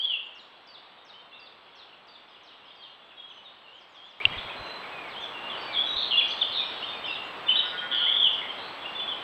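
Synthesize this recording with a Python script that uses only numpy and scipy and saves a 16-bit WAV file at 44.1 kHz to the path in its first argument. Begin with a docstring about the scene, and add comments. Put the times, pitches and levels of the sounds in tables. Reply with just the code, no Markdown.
"""A wood at dawn, heard by a small camera on a trunk: whistles, buzzes and a two-note warbler are gliding near-sines
that echo among the trees, over distant traffic made of coloured noise.
At 4.2 s a cut ends the notes and echoes; after a very short silence the gain is higher. An owl then lands with
wing thumps (gusts of noise) and a claw tap (ringing modes), and a sheep bleats far off (a sum of harmonics).
The camera's own electronics add hiss and a thin whine."""
import sys
import numpy as np
from scipy import signal
from scipy.fft import rfft, irfft
from scipy.io import wavfile
from scipy.ndimage import uniform_filter1d

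SR = 44100
rng = np.random.default_rng(int(sys.argv[2]) if len(sys.argv) > 2 else 0)


def wav_out(sig):
    """Save sig, one row per channel (or a flat mono array), as 16-bit PCM at SR to the path in sys.argv[1]."""
    wavfile.write(sys.argv[1], SR, np.round(np.clip(np.atleast_2d(sig).T, -1, 1) * 32767).astype(np.int16))


N = 407043  # length of the scene in samples
# Levels in the tables are those before the microphone's colour and the gain step.
CUT_S = 4.1962  # the moment of the cut
FADE_DB = 2  # level lost over one whistle, other than the warbler's
CHANCE = rng.standard_normal(N)  # source of every bird's unsteadiness


def gain_of(db):
    """Turns decibels into a factor for the wave."""
    return 10 ** (np.asarray(db) / 20)


def evened(x):
    """Scales a sound to an average (rms) strength of 1."""
    return x / np.sqrt(np.mean(x ** 2) + 1e-20)


def read_spectrum(points, hz):
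    """Reads values between the points of a spectrum, on a logarithmic frequency axis."""
    point_hz, value = np.transpose(points)
    return np.interp(np.log(hz + 1), np.log(point_hz + 1), value)


def curve(points):
    """Gain at every sample from rows of (time [s], level [dB])."""
    return gain_of(np.interp(np.arange(N) / SR, *np.transpose(points)))


def add(mix, s, sound):
    """Mixes a sound in at s seconds, leaving out what falls outside the scene."""
    start = round(s * SR)
    part = mix[max(start, 0):][:len(sound) + min(start, 0)]
    part += sound[max(-start, 0):][:len(part)]


def coloured(x, points):
    """Makes each frequency louder or softer by a spectrum in dB."""
    hz = np.fft.rfftfreq(len(x), 1 / SR)
    return irfft(rfft(x) * gain_of(read_spectrum(points, hz)), len(x))


def wander(start, count, size):
    """A stretch of slow chance: noise smoothed over size samples."""
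    stretch = CHANCE[start % (N // 2):][:count + size]
    return evened(uniform_filter1d(stretch, size=size))[size // 2:][:count]


def whistle(s, hz, db, edge=0.2, fade_db=FADE_DB, waver=0.0049, flutter_db=3.2):
    """A near sine with rounded pitch corners, soft ends, a fade, and unsteady pitch and level."""
    unsteady = wander(round(s * SR), len(hz), size=300)
    hz = uniform_filter1d(hz, size=300, mode="nearest") * (1 + waver * unsteady)
    fade = fade_db * np.linspace(-.5, .5, len(hz))
    level_db = db - fade + flutter_db * unsteady[::-1]
    shape = signal.windows.tukey(len(hz), np.clip(edge, 0, 1)) * gain_of(level_db)
    return np.sqrt(2) * shape * np.sin(2 * np.pi * np.cumsum(hz) / SR)


# Each note below is (start s, level dB, corner times s, corner pitches Hz, fade dB).
def warbler():
    """The see-saw song: two steeply falling syllables, chaff and chiff, in turn."""
    # pitch bends of each syllable: (time after its start [s], pitch [Hz])
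    chiff = [(0, 7150), (.012, 5520), (.032, 5250), (.056, 3800), (.07, 3620)]
    chaff = [(0, 7260), (.011, 5050), (.022, 4660), (.072, 4556), (.092, 3540), (.104, 3280)]
    # the song, chaff first: (time [s], level [dB])
    song = [(-.028, -50), (.345, -52.5), (.664, -49.5), (1.045, -51), (1.386, -53), (1.748, -51.5),
            (2.066, -52.5), (2.428, -53.5), (2.75, -54.5)]
    fade_db = 7  # level lost over one syllable
    return [(s, db, *np.transpose(shape), fade_db)
            for shape, calls in ((chaff, song[::2]), (chiff, song[1::2])) for s, db in calls]


def bent_whistles():
    """Whistles that swoop to a pitch, hold it, then slide away."""
    # (time [s], length [s], level [dB], first pitch [Hz], held pitch [Hz], last pitch [Hz],
    #  share of the length at which the hold ends [0-1])
    bent = [(-.02, .195, -38, 2893, 3366, 2570, 0.39), (1.125, .09, -61.5, 2716, 3095, 3060, 0.77),
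            (2.06, .15, -62, 7300, 7200, 7480, 0.3), (3.282, .13, -58, 6600, 6000, 6350, .35),
            (3.63, 0.18, -61.5, 3040, 2740, 3360, 0.3), (3.933, 0.16, -62, 4060, 3230, 3590, .5),
            (5.203, 0.077, -65, 3530, 3500, 3080, 0.4), (5.323, .18, -64, 2900, 2754, 2890, .4),
            (6.131, 0.042, -43, 2950, 2813, 2890, 0.7), (6.17, 0.049, -43, 3380, 3422, 2210, .4),
            (6.277, 0.045, -50.5, 5450, 6100, 6260, .6), (6.412, 0.02, -41.5, 3670, 3595, 2954, 0.4),
            (7.039, 0.043, -57.5, 2970, 3170, 2780, 0.6), (7.077, .065, -57.5, 2837, 2720, 2580, 0.5),
            (7.084, .096, -60, 3156, 3760, 2726, .66), (7.461, 0.1, -59, 3630, 3504, 3840, .45),
            (7.481, .042, -44, 2780, 3040, 2530, 0.62), (7.553, .058, -44.5, 3240, 3857, 2840, 0.7),
            (7.988, 0.016, -55.5, 4290, 4400, 4110, 0.5), (8.205, 0.068, -59, 6120, 6600, 6150, .35),
            (8.844, .04, -58.5, 2500, 2816, 2780, .8), (9.076, 0.065, -55, 3257, 3467, 2860, .35)]
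    swoop_share = .26  # share of the length spent reaching the held pitch
    notes = []
    for s, length, db, first, held, last, leave in bent:
        corners = np.array([0, swoop_share, np.clip(leave, swoop_share, .95), 1])
        notes.append((s, db, length * corners, (first, held, held, last), FADE_DB))
    return notes


def repeated_calls():
    """Four birds that each repeat one call with the same pitch bends."""
    # pitch bends of each call: (time after its start [s], pitch [Hz])
    tsee = [(0, 7476.5), (.03, 6697)]
    slur = [(0, 5390), (.032, 4940), (.065, 4780)]
    rattle = [(0, 5600), (.02, 4400), (.04, 4350)]
    trill = [(0, 6600), (.014, 7030), (.032, 6900), (.065, 5800), (.098, 4350)]
    # when each is called: (time [s], level [dB])
    tsee_calls = [(0.247, -53), (.4, -51), (3.046, -59), (3.2, -55), (7.232, -60), (7.415, -63)]
    slur_calls = [(2.283, -59), (2.646, -59), (7.058, -57), (7.652, -58.5)]
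    rattle_calls = [(6.7, -66), (6.727, -65), (6.802, -65), (6.882, -66), (6.96, -65)]
    trill_calls = [(3.735 + k * 0.15, -55.5) for k in range(4)]  # one each 0.15 s
    birds = (tsee, tsee_calls), (slur, slur_calls), (rattle, rattle_calls), (trill, trill_calls)
    return [(s, db, *np.transpose(shape), FADE_DB) for shape, calls in birds for s, db in calls]


def held_whistles():
    """Whistles on one pitch that sags a little from start to end."""
    # (time [s], length [s], level [dB], pitch [Hz])
    held = [(1.316, 0.088, -59, 2717), (2.82, 0.068, -60.5, 3210), (2.89, 0.052, -69, 4200),
            (3.002, 0.061, -64, 3440), (3.168, 0.12, -56.5, 3300), (3.58, .16, -64, 7400),
            (4.3, .035, -67.5, 3250), (4.333, 0.034, -62.5, 2030), (4.44, .04, -66.5, 3320),
            (4.55, 0.25, -64.5, 4055), (4.586, 0.12, -68, 6100), (5.567, 0.14, -61.5, 4570),
            (5.85, 0.23, -63.5, 5930), (5.857, 0.12, -53, 3830), (6.106, 0.095, -58, 4125),
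            (6.755, 0.07, -67.5, 3330), (6.859, 0.067, -62, 3610), (7.178, 0.055, -63, 2787),
            (7.776, 0.033, -57, 3180), (8.948, 0.1, -59, 3473)]
    sag = 0.0058  # starts this share above its pitch and ends as far below
    return [(s, db, (0, length), (hz * (1 + sag), hz * (1 - sag)), FADE_DB) for s, length, db, hz in held]


def chirps():
    """Notes that slide from one pitch to another, a little faster in their first half."""
    # (time [s], length [s], level [dB], first pitch [Hz], last pitch [Hz])
    slides = [(1.324, 0.059, -59.5, 3340, 3980), (1.757, 0.087, -61, 4530, 3320),
              (1.926, 0.02, -57.5, 3040, 2570), (2.085, 0.022, -62, 4200, 3320),
              (2.343, 0.029, -60, 3700, 2680), (2.504, .028, -63.5, 3150, 2630),
              (2.535, 0.013, -61, 3050, 2730), (2.65, 0.082, -63, 2980, 3680),
              (2.705, 0.02, -60, 3340, 2960), (2.849, 0.033, -58, 3230, 2670),
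              (3.088, 0.038, -61, 3680, 2470), (3.16, 0.06, -62, 3880, 3580), (3.3, .03, -55.5, 3600, 2550),
              (3.373, 0.032, -58.5, 3090, 2870), (3.444, 0.045, -57.5, 3930, 3480),
              (4.197, 0.024, -53, 2040, 2465), (4.22, .014, -65.5, 2740, 2920),
              (4.322, 0.014, -64, 3050, 2700), (4.326, .032, -63, 2000, 2500),
              (4.376, 0.021, -60, 3870, 3186), (4.489, 0.032, -63.5, 3900, 3060),
              (4.473, 0.033, -62, 1954, 2660), (4.659, 0.018, -60, 2910, 2720),
              (4.83, .035, -63, 2460, 2065), (4.917, 0.11, -67, 2564, 2410),
              (5.036, 0.085, -65, 2337, 2070), (5.078, .075, -67.5, 5600, 3004),
              (5.142, .06, -65, 2790, 3380), (5.2, 0.063, -61.5, 6900, 5050),
              (5.495, 0.095, -61, 3520, 2694), (5.608, .03, -57.5, 5550, 4950),
              (5.669, 0.11, -61.5, 2460, 2200), (6.156, 0.04, -63.5, 4500, 6430),
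              (6.274, 0.041, -65, 2820, 3250), (6.556, 0.15, -62, 5530, 5350),
              (6.585, .065, -62, 2540, 2355), (6.62, 0.058, -66, 3300, 2760),
              (6.823, 0.034, -56, 2770, 3280), (7.05, 0.027, -58.5, 3750, 3350),
              (6.925, 0.067, -65, 2584, 2340), (7.947, 0.022, -62, 4800, 4550),
              (8.061, 0.037, -58.5, 1930, 2300), (8.327, 0.021, -59, 6400, 4280),
              (8.491, .028, -58.5, 3290, 3050), (8.994, 0.02, -59, 3332, 2950)]
    halfway = .58  # share of the slide made by half the length
    return [(s, db, (0, length / 2, length), (first, first + halfway * (last - first), last), FADE_DB)
            for s, length, db, first, last in slides]


def songbirds():
    """Sings every near whistle and buzz: the direct sound, and the share sent to the trees."""
    notes = held_whistles() + chirps() + bent_whistles() + repeated_calls() + warbler()
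    calls = []
    for s, db, at, pitches, fade_db in notes:
        hz = np.interp(np.arange(0, at[-1], 1 / SR), at, pitches)
        calls.append((s, whistle(s, hz, db, fade_db=fade_db)))
    direct, sent = np.zeros((2, N))
    for s, sound in calls + buzzes():
        heard = sound[:round((CUT_S - s) * SR)] if s < CUT_S else sound  # the cut ends a note
        add(direct, s, heard)
        add(sent, s, heard * gain_of(-3.0))
    return direct, sent


def far_birds(count=1400):
    """Many faint, short notes of random pitch and length, most of them falling."""
    # loudness of the crowd before it is mixed: (time [s], level [dB])
    level = [(0, -64), (4.2, -64), (4.6, -77), (5.4, -74.5), (6.4, -61), (7.3, -72), (9.3, -67.5)]
    out = np.zeros(N)
    for when, pitch, glide, length, size in rng.random((count, 5)):
        s = when * N / SR
        samples = round((.012 + .025 * length) * SR)
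        first_hz = 2750 * 2.2 ** pitch ** 1.4
        hz = first_hz * np.geomspace(1, .75 + 0.3975 * glide, samples)
        add(out, s, whistle(s, hz, 12 * size, edge=0.67))
    return curve(level) * evened(out)


def traffic():
    """Distant traffic as a wash of noise that is dull in tone and slowly changes level."""
    # colour of the wash: (frequency [Hz], level per Hz [dB])
    colour = [(30, -0.5), (1100, 0), (1700, -7.5), (2500, -10), (3400, -15.5), (8000, -14.5)]
    # its loudness: (time [s], level [dB])
    level = [(0, -52.5), (4.21, -53), (5.3, -54.5), (5.65, -50.5), (6, -53.5), (9.3, -53.5)]
    return curve(level) * evened(coloured(rng.standard_normal(N), colour))


def wood(x, build_s=0.0064):
    """Trunks scatter sound: sparse taps of random sign build up, and each band dies at its own speed."""
    # how long the echo lasts: (frequency [Hz], time to fall by 60 dB [s])
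    decay = [(1000, 0.54), (5000, 0.66), (8000, 0.41)]
    slots = np.arange(0, SR - 20, 20)  # one tap in every 20 samples
    at = slots + rng.integers(0, 20, len(slots))
    taps = np.zeros(SR)
    taps[at] = rng.choice([-1., 1.], len(at)) * (1 - np.exp(-at / SR / build_s))
    hz, t, bands = signal.stft(taps, SR, nperseg=256)
    fading = gain_of(-60 * t / read_spectrum(decay, hz)[:, None])
    tail = signal.istft(bands * fading, SR, nperseg=256)[1]
    return signal.fftconvolve(x, tail / np.linalg.norm(tail))[:N]


def owl():
    """Wing beats push rough gusts at the microphone; a claw taps the bark, whose two close modes beat."""
    # gusts of air: (time of the peak [s], level at the peak [dB], top frequency [Hz])
    wings = [(4.27, -42.5, 110), (4.319, -43.5, 160), (4.38, -40.5, 65), (4.46, -49.5, 90.4),
             (4.609, -46.5, 80), (5.96, -44.5, 60)]
    # ringing of the tapped bark: (frequency [Hz], level [dB], time to fall by 60 dB [s])
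    bark = [(2790, -20, 0.018), (3060, -29, 0.018), (4740, -37.5, 0.0087), (6280, -27.5, 0.0066),
            (9200, -18, .004)]
    claw_s = 4.2533
    out, t = np.zeros(N), np.arange(round(.09 * SR)) / SR
    for s, db, top_hz in wings:
        air = rng.standard_normal(len(t))
        gust = evened(signal.lfilter(*signal.butter(3, max(top_hz, 20), fs=SR), air))
        swell = np.exp(-((t - .04) / .016) ** 2)  # peaks 0.04 s in
        add(out, s - .04, gain_of(db) * swell * gust)
    strike = 1 - np.exp(-t / 0.00032)  # soft first instant of the tap
    ringing = sum(gain_of(db - 60 * t / t60) * np.sin(2 * np.pi * hz * t) for hz, db, t60 in bark)
    add(out, claw_s, strike * ringing)
    return out


def buzz(s, hz, db, depth):
    """The pitch swings unevenly, over a hundred times a second at first, then slower; each swing is one throb."""
    swings_per_s = 125 - 80 * np.arange(len(hz)) / SR
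    pace = swings_per_s * (1 + 0.301 * wander(round(s * SR), len(hz), size=500))
    angle = 2 * np.pi * np.cumsum(pace) / SR
    throb = 1 + .48 * np.sin(angle - 1.42)  # loudness trails the pitch swing by 1.42 radians
    shape = signal.windows.tukey(len(hz), .03) * gain_of(db) * throb
    depth = depth * (1 + 0.33 * wander(round(s * SR) + SR, len(hz), size=200))  # swings reach unevenly far
    return np.sqrt(2) * shape * np.sin(2 * np.pi * np.cumsum(hz + depth * np.sin(angle)) / SR)


def buzzes():
    """Every buzzed note as (start s, sound), its pitch, level and swing gliding between table rows."""
    # one table for each note: (time [s], centre pitch [Hz], level [dB], average swing of the pitch [Hz])
    buzzed_notes = [
        [(5.726, 4200, -58.5, 500), (5.75, 3510, -53, 200), (5.79, 3303, -45, 70), (5.82, 3480, -49, 59)],
        [(5.965, 3806, -44.5, 248), (6.0, 3934, -47.5, 430), (6.05, 3960, -47, 434)],
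        [(6.52, 4300, -55.5, 100), (6.555, 3900, -49, 300), (6.585, 3617, -45.5, 220), (6.63, 3694, -55, 100)],
        [(6.108, 3200, -50, 250), (6.136, 2935, -44, 151)],
        [(6.304, 4300, -51, 604), (6.328, 4470, -50, 600)],
        [(7.912, 3297, -50.5, 221), (8.0, 3130, -49.5, 223), (8.1, 3248, -47, 204), (8.17, 3428, -47.5, 130.4),
         (8.24, 3319, -44, 120), (8.28, 2832, -40.5, 40.2)],
        [(8.414, 2134, -56, 120), (8.48, 2020, -65.5, 152)],
        [(8.578, 3844, -64.5, 250), (8.7, 4400, -63.5, 200)],
    ]
    calls = []
    for rows in buzzed_notes:
        s, *columns = np.transpose(rows)
        t = np.arange(s[0], s[-1], 1 / SR)
        hz, db, depth = (np.interp(t, s, column) for column in columns)
        calls.append((s[0], buzz(s[0], hz, db, depth)))
    return calls


def sheep():
    """A trembling voice of harmonics; only those around the mouth resonances carry this far."""
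    # the bleat: (time [s], pitch [Hz], level before the tremble [dB])
    bleat = [(7.4, 172, -65.5), (7.6, 181.6, -62), (7.85, 181.3, -55.5), (8.049, 177.6, -58),
             (8.25, 175, -72)]
    # resonances of the wide-open mouth: (frequency [Hz], width [Hz], level [dB])
    resonances = [(1445, 150, 0), (1870, 370, -9)]
    s, *columns = np.transpose(bleat)
    t = np.arange(s[0], s[-1], 1 / SR)
    hz, db = (np.interp(t, s, column) for column in columns)
    turns = np.cumsum(hz) / SR
    mouth = np.interp(t - s[0], (0, .25), (.85, 1))  # opens over 0.25 s, raising the resonances
    voice = np.zeros(len(t))
    for k in range(5, 14):  # number of the harmonic
        for resonance_hz, width, top_db in resonances:
            strength = gain_of(top_db) / np.hypot(1, 2 * (k * hz - resonance_hz * mouth) / width) ** 2
            voice += strength * np.sin(2 * np.pi * k * turns)
    tremble = 1 + 0.54 * np.sin(2 * np.pi * 11 * t)  # 11 times a second
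    out = np.zeros(N)
    add(out, s[0], gain_of(db) * evened(voice) * tremble * signal.windows.tukey(len(t), .1))
    return out


def scene():
    """Near birds and sheep with echoes, far birds mostly as echo, traffic and owl; the cut ends the first echoes."""
    near, sent = songbirds()
    far, bleat = far_birds(), sheep()
    sent = sent + gain_of(-0.6) * far + gain_of(-6.4) * bleat
    before = np.arange(N) < CUT_S * SR
    echo = before * wood(sent * before) + wood(sent * ~before)
    return (near + gain_of(-5) * far + bleat + echo + traffic() + owl())[None]


def record(dry):
    """Microphone colour, circuit hiss and whine, a short silence and gain step at the cut, then the band limit."""
    # colour of a microphone behind a small hole in the case: (frequency [Hz], level [dB])
    microphone = [(30, -20.5), (150, -10.5), (700, -0.5), (1500, 1.5), (2400, 3.5), (2900, 5), (3400, 8),
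                  (3800, 3), (4200, -2.5), (5100, -15.5), (6600, -25.5), (8000, -37.5), (15000, -50.5)]
    resume_s, louder_db = 4.2012, 15  # end of the silence, and the gain step
    whine_hz, flip_cycles_hz = 7797.5, 29.6
    t = np.arange(N) / SR
    # the whine's polarity flips twice a cycle, which splits its line
    flips = np.tanh(8.0 * np.sin(2 * np.pi * flip_cycles_hz * t)) + .2
    whine = gain_of(-88.0) * flips * np.sin(2 * np.pi * whine_hz * t)
    whine += gain_of(-107) * np.sin(4 * np.pi * whine_hz * t)  # its octave
    hiss = gain_of(-87.5) * rng.standard_normal(N)
    x = coloured(np.pad(dry[0], (0, SR // 10)), microphone)[:N] + whine + hiss
    x = x * np.where(t < CUT_S, 1, gain_of(louder_db) * (t > resume_s))
    band_limit = signal.firwin(511, 15700, window=("kaiser", 9), fs=SR)  # little passes above 15700 Hz
    return signal.oaconvolve(x, band_limit, "same")[None]


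dry = scene()
out = record(dry)
wav_out(out)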